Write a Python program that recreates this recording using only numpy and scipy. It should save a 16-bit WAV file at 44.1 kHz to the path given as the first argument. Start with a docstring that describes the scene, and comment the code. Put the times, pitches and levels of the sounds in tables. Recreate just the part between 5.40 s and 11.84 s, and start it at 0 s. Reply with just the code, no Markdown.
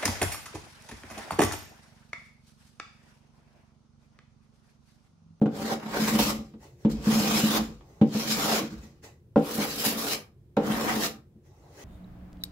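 """A block plane cuts along the top edge of a hollow wooden cabinet, in six longer strokes and two very short ones.
The iron tears fibres (noise shaped by random snaps), the sole drags, and bumps in the wood drum the panels.
The plane also knocks on the wood: the panels ring in many decaying modes and the metal clicks.
Hand and sleeve brush softly in between, and the cabinet rocks with a low rumble.
All this echoes in a small, quiet workshop with a faint steady drone."""
import sys
import numpy as np
from scipy import signal
from scipy.fft import rfft, irfft
from scipy.io import wavfile
from scipy.ndimage import uniform_filter1d

SR = 44100
rng = np.random.default_rng(int(sys.argv[2]) if len(sys.argv) > 2 else 0)


def dump(signal):
    """Clip the signal to [-1, 1] and save it as 16-bit WAV at the path in sys.argv[1]."""
    limited = np.clip(np.atleast_2d(signal).T, -1, 1)
    pcm = np.round(limited * 32767).astype(np.int16)
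    wavfile.write(sys.argv[1], SR, pcm)


N = 284004
TIME = np.arange(N) / SR  # seconds


def gain_of(db):
    """Turns decibels into a factor for the sound pressure."""
    return 10 ** (np.asarray(db) / 20)


def evened(x):
    """Scales a signal to an average strength (rms) of 1."""
    return x / np.sqrt(np.mean(x ** 2) + 1e-20)


def read(points, hz):
    """Reads between the points of a table, with pitch on a log scale as the ear hears it."""
    f, value = np.transpose(points)
    return np.interp(np.log(hz + 1), np.log(f + 1), value)


def add(mix, s, sound):
    """Mixes a sound in at time s, cutting off whatever passes the end."""
    part = mix[..., max(round(s * SR), 0):][..., :sound.shape[-1]]
    part += sound[..., :part.shape[-1]]


def colour(x, points, rings=()):
    """Filters by a spectrum table, with narrow resonances on top; the result has rms 1."""
    hz = np.fft.rfftfreq(x.shape[-1], 1 / SR)
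    db = read(points, hz)
    for f, width, peak in rings:
        db = db + peak / (1 + (2 * (hz - f) / width) ** 2)
    return evened(irfft(rfft(x) * gain_of(db), x.shape[-1]))


# how alike left and right are: pitch_hz, correlation (1 = the same, 0 = unrelated)
LEFT_RIGHT_LIKENESS = [(30, 1), (150, 0.97), (300, 0.97), (500, 0.81), (1000, 0.32), (2000, -0.15),
                       (15000, 0.024)]


def pair(two):
    """Turns two unrelated signals into left and right: alike in the bass, almost unrelated in the treble."""
    count = two.shape[-1]
    same = read(LEFT_RIGHT_LIKENESS, np.fft.rfftfreq(count, 1 / SR))
    mid, side = rfft(two) * np.sqrt([(1 + same) / 2, (1 - same) / 2])
    return irfft(np.array([mid + side, mid - side]), count)


def noise():
    """Makes hiss with equal strength at every pitch, for left and right."""
    return pair(rng.standard_normal((2, N)))


def wander(hz):
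    """Drifts at random with rms 1; movements faster than hz grow weak."""
    f = np.fft.rfftfreq(N, 1 / SR)
    weight = f / (f + 10) / (1 + (f / hz) ** 2)
    return evened(irfft(rfft(rng.standard_normal(N)) * weight, N))


def fibres(per_s, spread_db, snap_s, smooth, chatter_db, chatter_hz):
    """Strength of rubbing wood: random snaps of many sizes die away, clumped as the plane catches and slips."""
    happens = rng.random(N) < per_s / SR
    sizes = gain_of(spread_db * np.minimum(rng.exponential(1, N), 4)) * happens
    power = signal.lfilter([1], [1, -np.exp(-1 / (snap_s * SR))], sizes ** 2)
    strength = np.sqrt(power / power.mean() + smooth)  # smooth: the steady part between snaps
    return evened(strength * gain_of(chatter_db * wander(chatter_hz)))


def patchy(x, patchy_db=2.5):
    """Random patches of louder and softer sound, a few hundred Hz wide and some 40 ms long."""
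    z = signal.stft(x, SR, nperseg=512)[2]
    patches = rng.standard_normal(z.shape[1:])
    patches = uniform_filter1d(patches, size=4, axis=0)  # neighbouring pitches move together
    patches = evened(uniform_filter1d(patches, size=8, axis=1))  # and so do neighbouring moments
    return signal.istft(z * gain_of(patchy_db * patches), SR, nperseg=512)[1][:, :N]


# spectrum of the quiet workshop: pitch_hz, level_db (per Hz, relative)
FLOOR = [(22, -24.5), (50, -0.5), (95, 3.5), (140, 3.5), (270, -14), (450, -13.5), (650, -27),
         (1500, -36.5), (7000, -44.5), (15500, -45)]
# its faint steady drone: pitch_hz, width_hz, peak_db
FLOOR_HUM = [(355, 19, 13)]


def quiet_workshop(level_db=-56):
    """A steady low murmur: noise filtered by the floor spectrum with one narrow resonance."""
    return gain_of(level_db) * colour(noise(), FLOOR, FLOOR_HUM)


# time for the echo to die by 60 dB: pitch_hz, time_s
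ROOM_T60 = [(150, 0.15), (400, 0.24), (1000, 0.32), (2800, 0.23), (7000, 0.2), (15000, .22)]
# echo against the direct sound: pitch_hz, echo_db
ROOM_DB = [(100, -14.5), (170, -2), (280, -2), (500, -2), (1000, -5.5), (3000, -2.5), (15000, -7.5)]


def room_echo(x, first_s=0.0018):
    """Dense echoes of a small cluttered room: decaying noise in which each band dies at its own speed."""
    count = SR // 2
    hz, t, z = signal.stft(pair(rng.standard_normal((2, count))), SR, nperseg=256)
    t60 = read(ROOM_T60, hz)[:, None]
    decay = gain_of(read(ROOM_DB, hz)[:, None] - 60 * t / t60)
    even_energy = np.sqrt(2 * np.log(1000) / (t60 * SR))  # long and short decays carry equal energy
    tail = signal.istft(z * decay * even_energy, SR, nperseg=256)[1][:, :count]
    tail = tail * np.clip(TIME[:count] / first_s - 1, 0, 1)  # silent until first_s, full at twice that
    return signal.fftconvolve(x, tail, axes=1)[:, :N]


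# touches of hand and sleeve: loudest_s, swell_s, fade_s, hiss_db, body_db (both before the trims below)
BRUSHES = [(1.24, 0.032, 0.051, -55.5, -52.5), (1.431, 0.046, 0.091, -63.5, -63),
           (2.52, 0.082, 0.28, -66, -58.5), (3.44, 0.031, 0.043, -56.5, -58),
           (3.646, 0.015, 0.035, -48.5, -47.5), (6.07, 0.026, 0.04, -69, -68.5),
           (6.25, 0.14, 0.33, -68.5, -59), (6.44, 0.082, .1, -50, -52.5)]
# spectrum of the hiss: pitch_hz, level_db (per Hz, relative)
BRUSH_HISS = [(700, -10), (1500, 6), (2400, 0.5), (3400, -0.5), (6500, 5.5), (8500, -4.5), (12000, -7),
              (15500, -5)]
# spectrum of the soft body: pitch_hz, level_db (per Hz, relative)
BRUSH_BODY = [(150, -5.5), (330, 14), (560, 12.5), (900, 6), (1300, -2.5), (3000, -46)]
# rings of the board and the plane under a light touch: pitch_hz, width_hz, peak_db
BRUSH_RINGS = [(840, 60, 8), (2000, 230, 8.5), (2600, 210, 6), (4950, 260, 0), (6100, 160, -2)]


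def brushing(hiss_db=-2, body_db=-2):
    """Skin and cloth slide over painted wood: filtered noise that swells and fades with each touch."""
    levels = np.zeros((2, N))
    for loudest, swell, fade, *dbs in BRUSHES:
        since = TIME - loudest
        touch = np.exp(-np.where(since < 0, (since / swell) ** 2, since / fade))
        levels += np.outer(gain_of(dbs), touch)
    hiss = colour(noise(), BRUSH_HISS, BRUSH_RINGS) * levels[0] * gain_of(hiss_db)
    body = colour(noise(), BRUSH_BODY, BRUSH_RINGS) * levels[1] * gain_of(body_db)
    return patchy(hiss + body)


# the cabinet rocks on its feet: middle_s, level_db, half_length_s
ROCKING = [(0.877, -44.5, 0.14), (1.573, -42, 0.063), (2.269, -47, 0.12), (3.385, -46, 0.047)]
# spectrum of the rumble: pitch_hz, level_db (per Hz, relative)
ROCK = [(25, -52.5), (37, -15.5), (47, 2), (72, -2), (95, -11.5), (140, -19.5), (300, -61.5)]


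def rocking(push_db=-24):
    """Low rumble of the whole cabinet: a little under every push, more when it sways on its feet."""
    sway = sum(gain_of(db) * np.exp(-((TIME - s) / half) ** 2) for s, db, half in ROCKING)
    panels = planing()[-1]
    return colour(noise(), ROCK) * (sway + panels * gain_of(push_db))


# modes of the cabinet: pitch_hz, above_db (pushed from above, counts 1.5 - tilt times),
# corner_db (pushed on the corner, counts tilt times), t60_s (time to die by 60 dB)
CABINET = [(146.3, 2, -15.5, 0.14), (162.3, -12, -5.5, 0.23), (187.9, -8.5, -4, 0.13),
           (223.3, 4.5, -11, 0.12), (284, -8, -9.5, 0.26), (312.9, -1, -16.5, 0.16), (361, -9, -15, 0.2),
           (399.4, -10, -11.5, 0.13), (447.4, -4, -4, 0.098), (493.3, -6.5, -2.5, 0.13),
           (555, -5, 0.5, 0.068), (640, -19.5, -2, 0.061), (660, -15, -16, 0.066), (783, -10.5, -5.5, 0.16),
           (861, -13.5, -7.5, 0.098), (1034, -20.5, -4.5, 0.14), (1330, -25.5, -6, 0.15),
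           (1350, -26.5, -12, .08), (1590, -19.5, -7.5, .11), (2380, -33.5, -14, .05)]
# the crowded upper modes of the panels: pitch_hz, level_db (per Hz, relative)
UPPER = [(250, -15.5), (420, -15.5), (600, -5.5), (850, -3), (1100, -11.5), (1350, -8), (1600, -13),
         (1850, -23), (2500, -19), (5000, -35.5)]


def cabinet(tilt, rise_s=0.00033, upper_db=-9, upper_t60=0.094):
    """Ring of the panels after one blow: its direction picks the modes, and weaker ones merge between them."""
    t = np.arange(SR // 2) / SR
    ring = np.zeros(len(t))
    for k, (hz, above, corner, t60) in enumerate(CABINET):
        db = (1.5 - tilt) * above + tilt * corner - 60 * t / t60
        ring += (-1) ** k * gain_of(db) * np.sin(2 * np.pi * hz * t)
    upper = colour(rng.standard_normal(len(t)), UPPER) * gain_of(upper_db - 60 * t / upper_t60)
    return (ring + upper) * (1 - np.exp(-t / rise_s)) ** 2


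def push(hz):
    """Force of one contact: the harder (higher hz), the shorter."""
    t = np.arange(SR // 50) / SR
    force = t * np.exp(-2 * np.pi * hz * t)
    return force / force.sum()


# the plane meets the wood: start_s, force_db, hardness_hz, tilt (0 flat - 1 on the corner),
# click_db (of the metal, at its start)
KNOCKS = [(0.015, -12.5, 420, 0.26, -40), (0.058, -22.5, 1300, 0.12, -38.5),
          (0.318, -31.5, 700, 0.03, -55.5), (0.75, -23, 900, 0.37, -60), (0.7901, -17.5, 700, 0.58, -22.5),
          (1.138, -39.5, 450, 0.27, -56), (1.449, -12, 347, 0.24, -37), (1.53, -28.5, 250, 0, -54),
          (1.669, -20, 395, 0, -42), (2.035, -22, 500, 0, -47.5), (2.409, -54, 1200, 0.5, -53),
          (2.613, -7.5, 330, 0.27, -32), (2.748, -21.5, 402, 0.4, -34.5), (3.23, -23.5, 300, 0.33, -63),
          (3.959, -7, 760, 0.76, -35.5), (3.976, -31, 1000, 0.6, -37.5), (4.182, -23.5, 700, 0.33, -49),
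          (4.46, -22.5, 500, 0.55, -49), (5.1682, -13, 1410, 0.72, -29), (5.301, -26.5, 700, 0, -42),
          (5.955, -50, 300, 0.02, -80)]
# spectrum of the metal click: pitch_hz, level_db (per Hz, relative)
CLICK = [(200, 0), (900, 17), (1500, 0.5), (2800, 2), (3900, -4), (5000, -13), (7000, -14.5), (9000, -27.5),
         (15500, -32.5)]


def knocks(click_t60=0.09):
    """The sole lands: a short force makes the cabinet boom, and fading noise makes the metal click."""
    out = np.zeros((2, N))
    t = np.arange(SR // 4) / SR
    for s, force_db, hard_hz, tilt, click_db in KNOCKS:
        boom = signal.fftconvolve(cabinet(tilt), push(hard_hz))
        add(out, s, gain_of(force_db) * boom)
        click = colour(pair(rng.standard_normal((2, len(t)))), CLICK, IRON)
        add(out, s, click * gain_of(click_db - 60 * t / click_t60))
    return out


def drumming(bump_hz=650):
    """Bumps in the wood jolt the sliding plane and keep the panels ringing."""
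    out = np.zeros((2, N))
    bumps = noise() * fibres(per_s=370, spread_db=5.5, snap_s=0.0044, smooth=0.26, chatter_db=1.5, chatter_hz=40)
    for row in STROKES:
        start, tilt, panels = row[0], row[5], stroke(*row)[-1]
        force = bumps[:, round(start * SR):][:, :len(panels)] * panels
        ring = signal.fftconvolve(cabinet(tilt), push(bump_hz))
        ring = ring / np.linalg.norm(ring)
        add(out, start, signal.fftconvolve(force, ring[None], axes=1))
    return out


# the iron meets tougher or softer grain for a moment: middle_s, half_length_s,
# more_bite_db, more_crispness_db (on top of the bite), more_drag_db
CATCHES = [(0.557, 0.024, 3.5, -0.5, 6), (0.683, 0.012, 4, -0.5, 3.5), (0.777, 0.01, -13, 5, 1.5),
           (0.803, 0.035, 5, -1, -5), (1.983, .02, 4.5, -0.5, 1), (2.165, 0.029, 1, 0.5, 5),
           (2.86, 0.15, -4, 0.5, -3.5), (2.911, 0.036, 7.5, -3, -1.5), (4.15, 0.012, 5, 3, -3),
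           (4.217, 0.022, 6, -4, 3.5), (4.331, 0.041, 0.5, -4, -9), (4.408, 0.025, 7, -0.5, -2),
           (4.478, 0.034, 7, 1.5, 1.5), (4.553, 0.017, -4.5, -3, -3), (4.725, 0.034, 5, -2.5, 1),
           (5.499, 0.03, 3, -2, 7), (5.654, 0.041, 7, -1, 2.5)]
EXIT_DB, EXIT_S = 10, 0.0098  # the quick drop as the iron leaves the wood
SINK_SHAPE = 2.53  # the higher, the more suddenly the iron takes hold
SOLE_LEAD = 0.16  # the sole already rubs before the iron bites: share of the entry that it skips
CRISP_FOLLOW, DRAG_FOLLOW = .3, 1  # dB per dB of cutting depth (crispness on top of the bite)
DRUM_FOLLOW, DRUM_FADE = .4, 1  # the panels answer the push: their share of the entry and of the run-out


def stroke(start, end, sink_s, skid_db, run_out, tilt, bite, bite_swell, crisp,
           drag, drag_swell, drum, drum_swell):
    """Gains of tearing, shaving, sole and panels in a stroke: the iron skids, sinks in, catches and runs out."""
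    t = TIME[(TIME >= start) & (TIME < end + .4)]
    along = np.minimum((t - start) / (end - start), 1) - .5  # -0.5 at the start, 0.5 at the end
    after = np.maximum(t - end, 0)
    entry = -skid_db * np.exp(-((t - start) / sink_s) ** SINK_SHAPE)
    depth = entry - EXIT_DB * (1 - np.exp(-after / EXIT_S)) - run_out * after
    dig, snap, rub = sum(np.outer(more, np.exp(-((t - s) / half) ** 4)) for s, half, *more in CATCHES)
    tear = bite + bite_swell * along + depth + dig
    shaving = tear + crisp + CRISP_FOLLOW * depth + snap
    sole = drag + drag_swell * along + DRAG_FOLLOW * depth - SOLE_LEAD * entry + rub
    panels = drum + drum_swell * along + DRUM_FOLLOW * entry - DRUM_FADE * run_out * after
    return gain_of([tear, shaving, sole, panels])


# the plane runs along the wood; levels are for mid-stroke, before entry, catches and trims,
# and each swell is the growth from start to end: start_s, end_s, sink_s (time to sink in),
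# skid_db (how much softer before that), run_out_db_per_s, tilt (0 flat - 1 on the corner),
# bite_db (of the iron), bite_swell_db, crisp_db (of the shaving, on top of the bite),
# drag_db (of the sole), drag_swell_db, drum_db (of the panels), drum_swell_db
STROKES = [(0.089, 0.338, 0.051, 16.5, 299.5, .41, -47.5, 12.5, -6.5, -41.5, 17.5, -36.5, 3.5),
           (0.398, 0.908, 0.15, 19, 146.5, 0.12, -37.5, 5, -3.5, -32.5, -4, -32, 4),
           (1.487, 1.521, 0.009, 13, 257, 0.11, -50.5, 13.5, -8, -46.5, -2, -40, -4.5),
           (1.546, 2.178, 0.11, 30.5, 131.5, 0.16, -35, 1, -4.5, -34.5, 1, -30.5, -3),
           (2.631, 3.195, 0.095, 29.5, 185.5, 0.18, -35, 4.5, -6, -35, 11.5, -35.5, 1.5),
           (3.304, 3.334, 0.035, 7, 78.5, 0.067, -55, 4.5, -6.5, -55, 13, -43.5, -7),
           (3.973, 4.746, 0.075, 17.5, 257.5, 0.52, -41.5, 6.5, -0.5, -38.5, 3, -38.5, -2.5),
           (5.166, 5.665, 0.075, 22, 236, 0.36, -42.5, 5, -2.5, -35.5, -5.5, -31, -6.5)]


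def planing():
    """Lays all strokes out in time: gains of tearing, shaving, sole and panels."""
    out = np.zeros((4, N))
    for row in STROKES:
        add(out, row[0], stroke(*row))
    return out


# spectrum of tearing fibres: pitch_hz, level_db (per Hz, relative)
TEAR = [(500, -42.5), (1500, -6), (2500, -1), (3900, -0.5), (4600, -0.5), (5400, -2), (6700, -3),
        (7400, -3), (8300, -11), (10500, -16.5), (16000, -15)]
# spectrum of the crisp shaving: pitch_hz, level_db (per Hz, relative)
CRISP = [(5000, -42), (7500, -8.5), (8700, -9.5), (10000, -4), (12300, -2.5), (13500, -4.5), (15500, -4.5)]
# spectrum of the dragging sole: pitch_hz, level_db (per Hz, relative)
DRAG = [(150, -16.5), (400, 1.5), (650, 1), (1000, 0.5), (1400, -2), (1650, -8.5), (1850, -5), (2500, -11),
        (4500, -25.5), (10000, -54.5)]
# rings of the plane's iron and body, heard in the knocks too: pitch_hz, width_hz, peak_db
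IRON = [(1228, 45, 4), (1560, 40, 5), (1670, 40, 4), (2467, 40, 3), (3876, 70, 3), (5233, 180, 6),
        (6043, 90, 4.5)]


def cutting(tear_db=2, crisp_db=2.5, drag_db=-0.5, waver_db=1.4, waver_hz=18):
    """Snapping fibres ring the plane's iron; the sole rasps over the same grain, and the hand's pressure wavers."""
    bite, crisp, drag, _ = planing()
    grain = fibres(per_s=2700, spread_db=-1.0, snap_s=0.00026, smooth=1.0, chatter_db=0.3, chatter_hz=108.4)
    tear = colour(noise() * grain, TEAR, IRON) * bite * gain_of(tear_db)
    shaving = colour(noise() * grain, CRISP) * crisp * gain_of(crisp_db)
    sole = colour(noise() * grain, DRAG, IRON) * drag * gain_of(drag_db)
    pressure = gain_of(waver_db * wander(waver_hz))
    return patchy(tear + shaving + sole) * pressure


def scene():
    """The plane, the cabinet and the hand, with their echoes in the quiet workshop."""
    near = brushing() + rocking() + knocks() + drumming() + cutting()
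    return near + room_echo(near) + quiet_workshop()


def record(dry, edge_hz=15750):
    """Removes the treble above edge_hz, the upper limit of the recorder."""
    lowpass = signal.firwin(511, edge_hz, window=("kaiser", 9), fs=SR)
    return signal.oaconvolve(dry, lowpass[None], "same")


dry = scene()
out = record(dry)
dump(out)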